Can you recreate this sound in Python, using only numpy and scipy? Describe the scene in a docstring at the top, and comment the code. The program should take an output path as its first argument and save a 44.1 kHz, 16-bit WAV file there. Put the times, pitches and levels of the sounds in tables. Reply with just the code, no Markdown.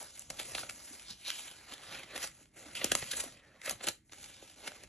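"""Banknotes counted by hand

Worn banknotes are counted over a desk in a small room, close to a two-port microphone.
Bills rub across each other and the fingers: dense stick-slip grains through the sheet's wandering resonances.
Creases snap through and send bending waves along the sheet, whose low notes arrive late.
Finger pads dab softly, the hands stir a low rumble, and desk and room reflect the paper over still air."""
import sys
import numpy as np
from scipy import signal
from scipy.fft import rfft, irfft, next_fast_len
from scipy.io import wavfile

SR = 44100
rng = np.random.default_rng(int(sys.argv[2]) if len(sys.argv) > 2 else 0)


def output_pcm(signal):
    """Save a mono or channel-first signal as 16-bit PCM at the path in sys.argv[1].

    Samples are clipped to [-1, 1] before scaling.
    """
    pcm = np.clip(np.atleast_2d(signal).T, -1, 1) * 32767
    wavfile.write(sys.argv[1], SR, np.round(pcm).astype(np.int16))


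N = 215604
TIME = np.arange(N) / SR


def from_db(db):
    """Amplitude factor of a level in dB."""
    return 10 ** (np.asarray(db) / 20)


def rms_one(x):
    """Scale to an rms of 1."""
    return x / np.sqrt(np.mean(x ** 2) + 1e-20)


def at_hz(points, hz):
    """Read a spectrum on a log-frequency axis."""
    point_hz, value = np.transpose(points)
    return np.interp(np.log(np.maximum(hz, 1)), np.log(point_hz), value)


def in_time(rows):
    """Each column of a curve, at every sample."""
    time_s, *columns = np.transpose(rows)
    return [np.interp(TIME, time_s, column) for column in columns]


def drift(rate):
    """Smooth chance with rms 1, about rate new values a second."""
    knots = rng.standard_normal(int(rate * N / SR) + 2)
    return rms_one(np.interp(TIME * rate, np.arange(len(knots)), knots))


def bandpass(x, low_hz, high_hz):
    """The part of a sound between two edges."""
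    return signal.sosfilt(signal.butter(2, [low_hz, high_hz], "band", fs=SR, output="sos"), x)


def treble(x, edge_hz):
    """The part of a sound above an edge."""
    return signal.sosfiltfilt(signal.butter(3, edge_hz, "high", fs=SR, output="sos"), x)


def colour(x, spectrum):
    """Causal minimum-phase filter with the given spectrum; white noise keeps its power."""
    size = 2 * next_fast_len(N)
    gain = rms_one(from_db(at_hz(spectrum, np.fft.rfftfreq(size, 1 / SR))))
    # folding the cepstrum forward in time makes the filter causal
    cepstrum = irfft(np.log(gain))
    cepstrum[1:size // 2] *= 2
    cepstrum[size // 2 + 1:] = 0
    response = np.exp(rfft(cepstrum))
    return irfft(rfft(x, size) * response)[..., :N]


def tilt_db(hz, low_db, high_db):
    """The whole sheet sounds below about 1 kHz, single fibres above 5 kHz."""
    return at_hz([(650, low_db), (1500, 0.032), (4000, 0.045), (6300, high_db)], hz)


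def bell(hz, centre_hz, octaves):
    """A resonance hump of height 1."""
    return np.exp(-(np.log2((hz + 1) / centre_hz) / octaves) ** 2)


def hump(hz, centre_hz, octaves):
    """A fold gathers the middle range into one resonance, at the cost of the rest of that range."""
    middle = 1 - tilt_db(hz, 0.82, 0.84)
    return bell(hz, centre_hz, octaves) - 0.46 * middle


def handling():
    """Drags and swishes add in power; each lends the paper its colour as far as it dominates.
    Gives friction, fizz, drumming, fold resonance and its height at every sample."""
    # a bill drawn steadily across the others; fizz of the fibres and drumming of the sheet are relative:
    # start_s, length_s, friction_db, fizz_db, drumming_db, fold_hz, fold_height_db
    drag_rows = [(0.0, 0.21, -56, 8.5, -0.5, 3570, 3), (0.316, 0.35, -54, 5.5, 9, 2500, 1),
                 (0.71, 0.23, -53.5, 7.5, 1, 2400, 0), (0.964, 0.084, -55, 5.5, -1.5, 2510, 4),
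                 (1.455, 0.51, -55.5, -5, 0.5, 3000, -6.5), (2.304, 0.115, -64, 7, 4.5, 2060, 2.5),
                 (2.575, 0.15, -54, 4.5, 9, 1860, 6), (2.782, 0.374, -47.5, 4.5, -3.5, 2600, 7.5),
                 (3.32, 0.29, -62.5, -6.5, 9.5, 1770, 12), (4.154, 0.34, -55, 2.5, -0.5, 3000, 5),
                 (4.582, 0.23, -55, 0, 3, 2200, 3)]
    # a bill pulled free or pushed home in one swish; swell and fade are roughly the time per 20 dB:
    # fastest_s, swell_s, fade_s, friction_db, fizz_db, drumming_db, fold_hz, fold_height_db
    swish_rows = [(0.01, 0.05, 0.088, -49, 8.5, 10, 3570, -1), (0.40, 0.047, 0.11, -47, 5, 0, 2800, 5),
                  (0.495, 0.09, 0.089, -49.5, 11.5, 5.5, 2400, 2),
                  (0.592, 0.071, 0.054, -39.5, 2, 0, 2000, -8),
                  (1.103, 0.064, 0.058, -43.5, -3.5, -5, 4430, 12),
                  (1.28, 0.042, 0.1, -36.5, -2.5, -11.5, 3200, 12),
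                  (1.39, 0.28, 0.27, -45.5, 4.5, -4.5, 3300, 5),
                  (1.731, 0.08, 0.035, -44.5, -6, -3, 3400, 3),
                  (1.961, 0.25, 0.15, -41, -9, -4, 1970, -0.5), (2.16, 0.1, 0.091, -41, -7, 4.5, 1690, 5.5),
                  (2.237, 0.062, 0.05, -34.5, 1, -9, 2060, -0.5),
                  (2.765, 0.025, 0.12, -44, 8, 0.5, 2780, 20), (2.835, 0.08, 0.13, -39, -10.5, -1, 2600, 2),
                  (2.98, 0.1, 0.17, -48.5, 12.5, -7, 2800, -4), (3.2, 0.12, 0.15, -42.5, 4, 1.5, 3300, -3),
                  (3.665, 0.042, 0.06, -38, 1, -3.5, 1900, 10),
                  (3.703, 0.047, 0.052, -39, -4, 2.5, 2030, 1),
                  (3.878, 0.095, 0.041, -40.5, -6, 3, 1900, 0),
                  (4.235, 0.13, 0.095, -58.5, 22, 9, 3000, -6),
                  (4.672, 0.088, 0.017, -44, -2, 8.5, 2400, 0)]
    # bills merely held: friction_db, fizz_db, drumming_db, fold_hz, fold_height_db
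    resting_grip = (-86, 2, 2, 2000, 4.5)
    drag_attack_s, drag_release_s = 0.041, 0.1   # roughly the time to gain or lose 20 dB
    round_top = 0.11   # hands cannot turn sharply: share of a swell or fade over which its crest is rounded

    t = TIME[::40]
    moves = [(start, start + length, drag_attack_s, drag_release_s, *sound)
             for start, length, *sound in drag_rows]
    moves += [(fastest, fastest, *rest) for fastest, *rest in swish_rows]
    powers = [np.full(len(t), from_db(resting_grip[0]) ** 2)]
    shades = [resting_grip[1:]]
    for start, end, attack, release, level_db, *shade in moves:
        # distance from the move, in steps of 20 dB
        away = np.maximum(start - t, 0) / attack + np.maximum(t - end, 0) / release
        away = np.hypot(away, round_top) - round_top
        powers.append(from_db(level_db - 20 * np.minimum(away, 10)) ** 2)
        shades.append(shade)
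    total = np.sum(powers, axis=0)
    blend = np.transpose(powers / total) @ np.array(shades)
    return in_time(np.column_stack([t, 10 * np.log10(total), blend]))


def slips(per_s, spread_db):
    """Tiny stick-slip releases at random moments, of uneven size; rms 1."""
    sizes_db = spread_db * np.minimum(rng.exponential(1, N), 4)
    sizes = from_db(sizes_db) * rng.choice([-1, 1], N)
    return rms_one(sizes * (rng.random(N) < per_s / SR))


def rubbing(judder_db, patchy_db, bend_octaves, crinkle_db):
    """Dense slips and a few larger crinkles excite the sheet, whose resonances wander as it bends."""
    friction_db, fizz_db, drumming_db, fold_hz, fold_height_db = handling()
    crinkles = from_db(crinkle_db) * slips(per_s=90, spread_db=3.0)
    grains = [slips(per_s=7000, spread_db=2.5) + crinkles for _ in range(2)]
    level_db = friction_db + judder_db * drift(140)
    edges = np.geomspace(215, 12500, num=25)
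    out = np.zeros(N)
    for k, (low, high) in enumerate(zip(edges, edges[1:])):
        hz = np.sqrt(low * high)
        # neighbouring bands take turns at the two grain streams and alternate in sign
        band = bandpass(grains[k % 2], low, high) * (-1) ** k
        shade_db = tilt_db(hz, 0.84, 0) * drumming_db + tilt_db(hz, 0, 0.81) * fizz_db
        shade_db += hump(hz, fold_hz, bend_octaves) * fold_height_db
        out += band * from_db(level_db + shade_db + patchy_db * drift(35))
    return out


def top_octave(bills, edge_hz):
    """What firm rubbing adds to the highest treble, or light rubbing takes from it."""
    neutral_db, follows, range_db = -51, 0.58, 7.5   # neutral friction, dB per dB of friction, largest move
    friction_db = handling()[0]
    lift_db = np.clip(follows * (friction_db - neutral_db), -range_db, range_db)
    return (from_db(lift_db) - 1) * treble(bills, edge_hz)


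def rumble(low_hz, top_hz):
    """Soft low noise of stirred air, swelling as a hand or a flapping bill wafts air at the microphone."""
    # wafts, levels ahead of the mix; at the half length the power is down to 1/e:
    # strongest_s, level_db, half_length_s
    waft_rows = [(0.325, -57.5, 0.016), (0.53, -63, 0.18), (1.12, -64.5, 0.033), (1.62, -71, 0.07),
                 (1.95, -63.5, 0.059), (2.22, -67, 0.1), (2.78, -64, 0.14), (2.94, -49.5, 0.029),
                 (3.035, -57, 0.02), (3.19, -64.5, 0.12), (3.735, -57.5, 0.025), (3.88, -70, 0.04),
                 (4.28, -69.5, 0.093), (4.87, -63, 0.05)]
    stir_db = -75   # between wafts, ahead of the mix
    power = from_db(stir_db) ** 2
    for s, level_db, half_length in waft_rows:
        power = power + from_db(level_db) ** 2 * np.exp(-((TIME - s) / half_length) ** 2)
    air = bandpass(rng.standard_normal(N), low_hz, top_hz)
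    return rms_one(air) * np.sqrt(power)


def still_air(level_db):
    """Steady noise in the colour of the quiet room."""
    # still air of the room, relative density: pitch_hz, density_db (per Hz)
    hush_spectrum = [(25, -8), (50, 10), (75, 5), (130, -2), (300, 5.5), (800, -33.5), (2000, -11),
                     (4000, -34), (11000, -55.5), (13500, -64.5)]
    return from_db(level_db) * colour(rng.standard_normal(N), hush_spectrum)


def snaps(crease_db, crease_octaves, crackle_db, uneven_db, tick_db, push_db, bass_lag_s, bend_hz):
    """Each snap is a tick, a burst of breaking creases and a push on the sheet, spread out as a bending wave."""
    # the clearest creases giving way and edges flicking free; level ahead of a gain that grows with length,
    # fizz and flex relative to it, knock the hollow note of the sheet:
    # moment_s, level_db, length_s, crease_hz, fizz_db, flex_db, knock_hz
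    snap_rows = [(0.0282, -44.5, 0.0024, 7840, 5, 13, 700), (0.1944, -54, 0.00089, 7200, 25.5, 3, 600),
                 (0.3022, -32.5, 0.0027, 5570, 2, 3, 570), (0.306, -39, 0.0051, 5660, 2, 9.5, 260),
                 (0.3996, -31, 0.013, 3570, -3, 4, 497), (0.551, -27, 0.0063, 2480, -3.5, 2, 693),
                 (0.583, -28.5, 0.0056, 4000, -14, -5, 850), (0.634, -36.5, 0.0075, 1400, -25, 7.5, 600),
                 (0.697, -32.5, 0.0076, 2450, -1, -9, 640), (1.3034, -24.5, 0.002, 3400, -5.5, -13, 470),
                 (1.4824, -41.5, 0.0057, 3200, -10, 0, 600), (1.738, -38, 0.007, 3300, -3, 5.5, 660),
                 (2.034, -40, 0.0075, 2100, -9, 6, 380), (2.1622, -34.5, 0.012, 3750, -2, -3, 760),
                 (2.1782, -32.5, 0.0025, 2100, -2, 5.5, 590), (2.242, -33.5, 0.0094, 5900, -2.5, 8, 543),
                 (2.457, -49.5, 0.0019, 2400, -8, -8, 600), (2.753, -29.5, 0.0057, 2750, -8, -22, 400),
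                 (2.816, -30.5, 0.011, 2200, -24, 3, 570), (2.8442, -19, 0.0029, 6470, -1.5, 7, 412),
                 (2.9191, -17.5, 0.0056, 1600, -1.5, 2, 320), (2.9522, -19, 0.0032, 1190, -0.5, 7.5, 526),
                 (3.026, -30.5, 0.0079, 2000, -15.5, 5, 500), (3.116, -29, 0.0099, 3900, 1.5, -30, 560),
                 (3.136, -29, 0.01, 1690, -10, -1, 467), (3.17, -40.5, 0.011, 7950, 8, -2, 600),
                 (3.2047, -31.5, 0.011, 8760, 1.5, -12, 800), (3.2394, -44, 0.0083, 1100, 9, 15, 493),
                 (3.617, -38, 0.0032, 2110, -9, -11, 510), (3.679, -31, 0.012, 2000, -16, 5, 458),
                 (3.696, -30.5, 0.0054, 1840, 4.5, -12, 480), (3.7103, -31.5, 0.0053, 6300, 1.5, 4.5, 470),
                 (3.81, -40, 0.0092, 1700, -15, 8.5, 530), (3.842, -34, 0.015, 7700, -3.5, 1, 540),
                 (3.871, -30, 0.0055, 8000, -1.5, 0, 540), (3.8767, -28.5, 0.0087, 2900, -2.5, 5.5, 450),
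                 (3.8864, -24.5, 0.0055, 3800, 1.5, 2, 501), (4.096, -55, 0.0034, 1900, -13, 1.5, 600),
                 (4.1232, -43.5, 0.0087, 6030, -3.5, -3.5, 400), (4.1332, -40, 0.0041, 6500, -7, 0, 300),
                 (4.2426, -39, 0.0044, 5940, -4.5, -2, 440), (4.426, -52.5, 0.005, 6400, -6, 17, 380),
                 (4.677, -30, 0.0086, 2100, -4, 4, 690), (4.719, -41, 0.0022, 1500, -6, 8, 670),
                 (4.8367, -48, 0.0084, 2100, 3, 11, 330)]
    sheet_low_hz = 170   # a bill is too small to radiate a crease's crackle well below this
    even_snap_s = 0.012   # a snap this long rises as slowly as it dies; shorter ones start more suddenly

    size = 8192
    lead = size // 8
    t = (np.arange(size) - lead) / SR
    hz = np.fft.rfftfreq(size, 1 / SR)
    # bending waves travel slower at low pitch, so the bass arrives late
    lag = bass_lag_s / (1 + (hz / bend_hz) ** 2)
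    bending = np.exp(-2j * np.pi * np.cumsum(lag - lag[-1]) * SR / size)
    impulse = np.exp(-2j * np.pi * hz * lead / SR)
    out = np.zeros(N + 2 * size)
    for s, level_db, length, crease_hz, fizz_db, flex_db, knock_hz in snap_rows:
        rise = length * length / (length + even_snap_s)
        decay = length - rise
        envelope = np.exp(-np.maximum(-t / rise, t / decay))
        noise, sizes = rng.standard_normal((2, size))
        burst = noise * from_db(uneven_db * sizes) * envelope
        # only a sudden snap has a clear tick
        tick = from_db(tick_db) * impulse / (1 + (rise / 0.0026) ** 2)

        ring_db = crease_db * hump(hz, crease_hz, crease_octaves)
        shade_db = crackle_db + ring_db + tilt_db(hz, flex_db - 5.0, fizz_db)
        crackle = (rfft(burst / np.linalg.norm(burst)) + tick) * from_db(shade_db)
        crackle *= hz / np.hypot(hz, sheet_low_hz)
        push = from_db(push_db + flex_db) * impulse * bell(hz, knock_hz, octaves=0.55)
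        wave = irfft((crackle + push) * bending)
        start = round(s * SR)
        out[start:start + size] += wave * from_db(level_db) * np.sqrt(length / 2 * SR)
    return out[lead:lead + N]


def dabs(swell_s):
    """A soft finger pad sets the held bills swinging for a few cycles."""
    # finger pads dabbing the bills, peaks of the envelope ahead of the mix: start_s, peak_db, pitch_hz
    dab_rows = [(0.301, -52, 168), (0.908, -46, 280), (1.102, -52, 214), (1.306, -58, 305),
                (1.72, -48, 274), (2.412, -53.5, 284), (2.567, -54, 330), (2.661, -45, 294),
                (3.025, -43.5, 126), (3.049, -50.5, 231), (3.26, -43, 273), (4.124, -55.5, 285)]
    out = np.zeros(N)
    for s, peak_db, hz in dab_rows:
        t = TIME[:N - round(s * SR)]
        envelope = t / swell_s * np.exp(1 - np.minimum(t / swell_s, 50))
        out[N - len(t):] += from_db(peak_db) * envelope * np.sin(2 * np.pi * hz * t)
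    return out


def desk_bounce(x, dull_hz):
    """A slightly dulled copy from the desk below the hands, which gives the paper a hollow, ribbed colour."""
    bounce_s, bounce_db = 0.001468, -14   # mean delay and level after the direct sound
    sway = 0.064   # rms share by which moving hands change the delay
    delay = bounce_s * (1 + sway * drift(2))
    dulled = signal.sosfiltfilt(signal.butter(1, dull_hz, fs=SR, output="sos"), x)
    return from_db(bounce_db) * np.interp(TIME - delay, TIME, dulled)


def echoes(x, t60_s, gap_s):
    """Dense reflections dying away evenly: one set from the front, one from the sides."""
    t = np.arange(SR // 2) / SR
    tails = rng.standard_normal((2, len(t))) * from_db(-60 * t / t60_s) * (t > gap_s)
    tails /= np.linalg.norm(tails, axis=1, keepdims=True)
    return signal.fftconvolve(x[None], tails, axes=1)[:, :N]


def ports(front, lateral):
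    """Frontal sound meets the ports with a phase and level difference; sound from the sides pulls them apart."""
    # the two ports; phase by which left leads, level left over right, power share of the sound from the sides:
    # pitch_hz, phase_rad, balance_db, apart (0-1)
    port_rows = [(60, 0, -.2, .2), (170, -.1, -2, .6), (450, -.2, -2.6, .9), (1000, 0, -2.2, .9),
                 (1600, 0, 0, .03), (2300, .15, -.6, .6), (3100, .7, -1, 1), (4100, .85, -.6, 1),
                 (4550, 1.6, -3, 1), (4900, 3.14, -4, 1), (5250, 5.0, -1, 1), (5850, 6.25, 0, .06),
                 (6200, 6.4, 0, .4), (7200, 7.7, 0, 1), (8400, 9.05, 0, .5), (9050, 9.42, 0, 0),
                 (9500, 9.6, 0, .2), (10700, 11, 0, .9), (11500, 11.9, 0, 1), (12100, 12.5, 0, .03)]
    size = next_fast_len(N + SR // 10, real=True)
    hz = np.fft.rfftfreq(size, 1 / SR)
    port_hz, *columns = np.transpose(port_rows)
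    phase, balance_db, apart = [np.interp(hz, port_hz, column) for column in columns]
    sides = np.array([[1], [-1]])   # left, right
    field = rfft(front, size) + sides * np.sqrt(np.clip(apart, 0, 1)) * rfft(lateral, size)
    difference = np.exp(.5j * phase * sides) * from_db(.5 * balance_db * sides)
    return irfft(field * difference, size)[:, :N]


def scene():
    """Rubbing, snaps and finger dabs with desk and room reflections, over wafted and still air."""
    # colour of the paper at the microphone, relative density: pitch_hz, density_db (per Hz)
    paper_spectrum = [(22, -18), (50, -6.5), (200, -2.5), (300, 2.5), (385, 0), (540, 1.5), (950, -2),
                      (1350, 0), (2000, 1.5), (4000, 0.5), (5900, -2.5), (7200, 0), (8500, -0.5),
                      (10000, 1), (11200, -3.5), (12300, -17.5), (13800, -36.5)]
    bills = from_db(-3.0) * rubbing(judder_db=1.38, patchy_db=2.0, bend_octaves=0.61, crinkle_db=-10.5)
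    bills += snaps(crease_db=7.5, crease_octaves=0.2, crackle_db=-0.5, uneven_db=3,
                   tick_db=-2, push_db=-5, bass_lag_s=0.0279, bend_hz=105.4)
    bills += top_octave(bills, edge_hz=12000)
    paper = colour(bills, paper_spectrum) + from_db(-3) * dabs(swell_s=0.0059)

    bounce = desk_bounce(paper, dull_hz=5000)
    room = from_db(-12.5) * echoes(paper, t60_s=0.2, gap_s=0.0041)
    # small things on the desk scatter only the short waves
    scatter = from_db(-19) * echoes(treble(paper, edge_hz=1860), t60_s=0.047, gap_s=0.00094)
    air = from_db(1.5) * rumble(low_hz=42.4, top_hz=164) + still_air(level_db=-72)

    front = paper + bounce + room[0] + scatter[0] + air
    lateral = from_db(-3.0) * (room[1] + scatter[1]) + from_db(-10) * rumble(low_hz=42, top_hz=200)
    return ports(front, lateral)


def record(dry):
    """The top is cut steeply above 15.8 kHz."""
    return signal.sosfilt(signal.ellip(10, .1, 80, 15800, fs=SR, output="sos"), dry)


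dry = scene()
out = record(dry)
output_pcm(out)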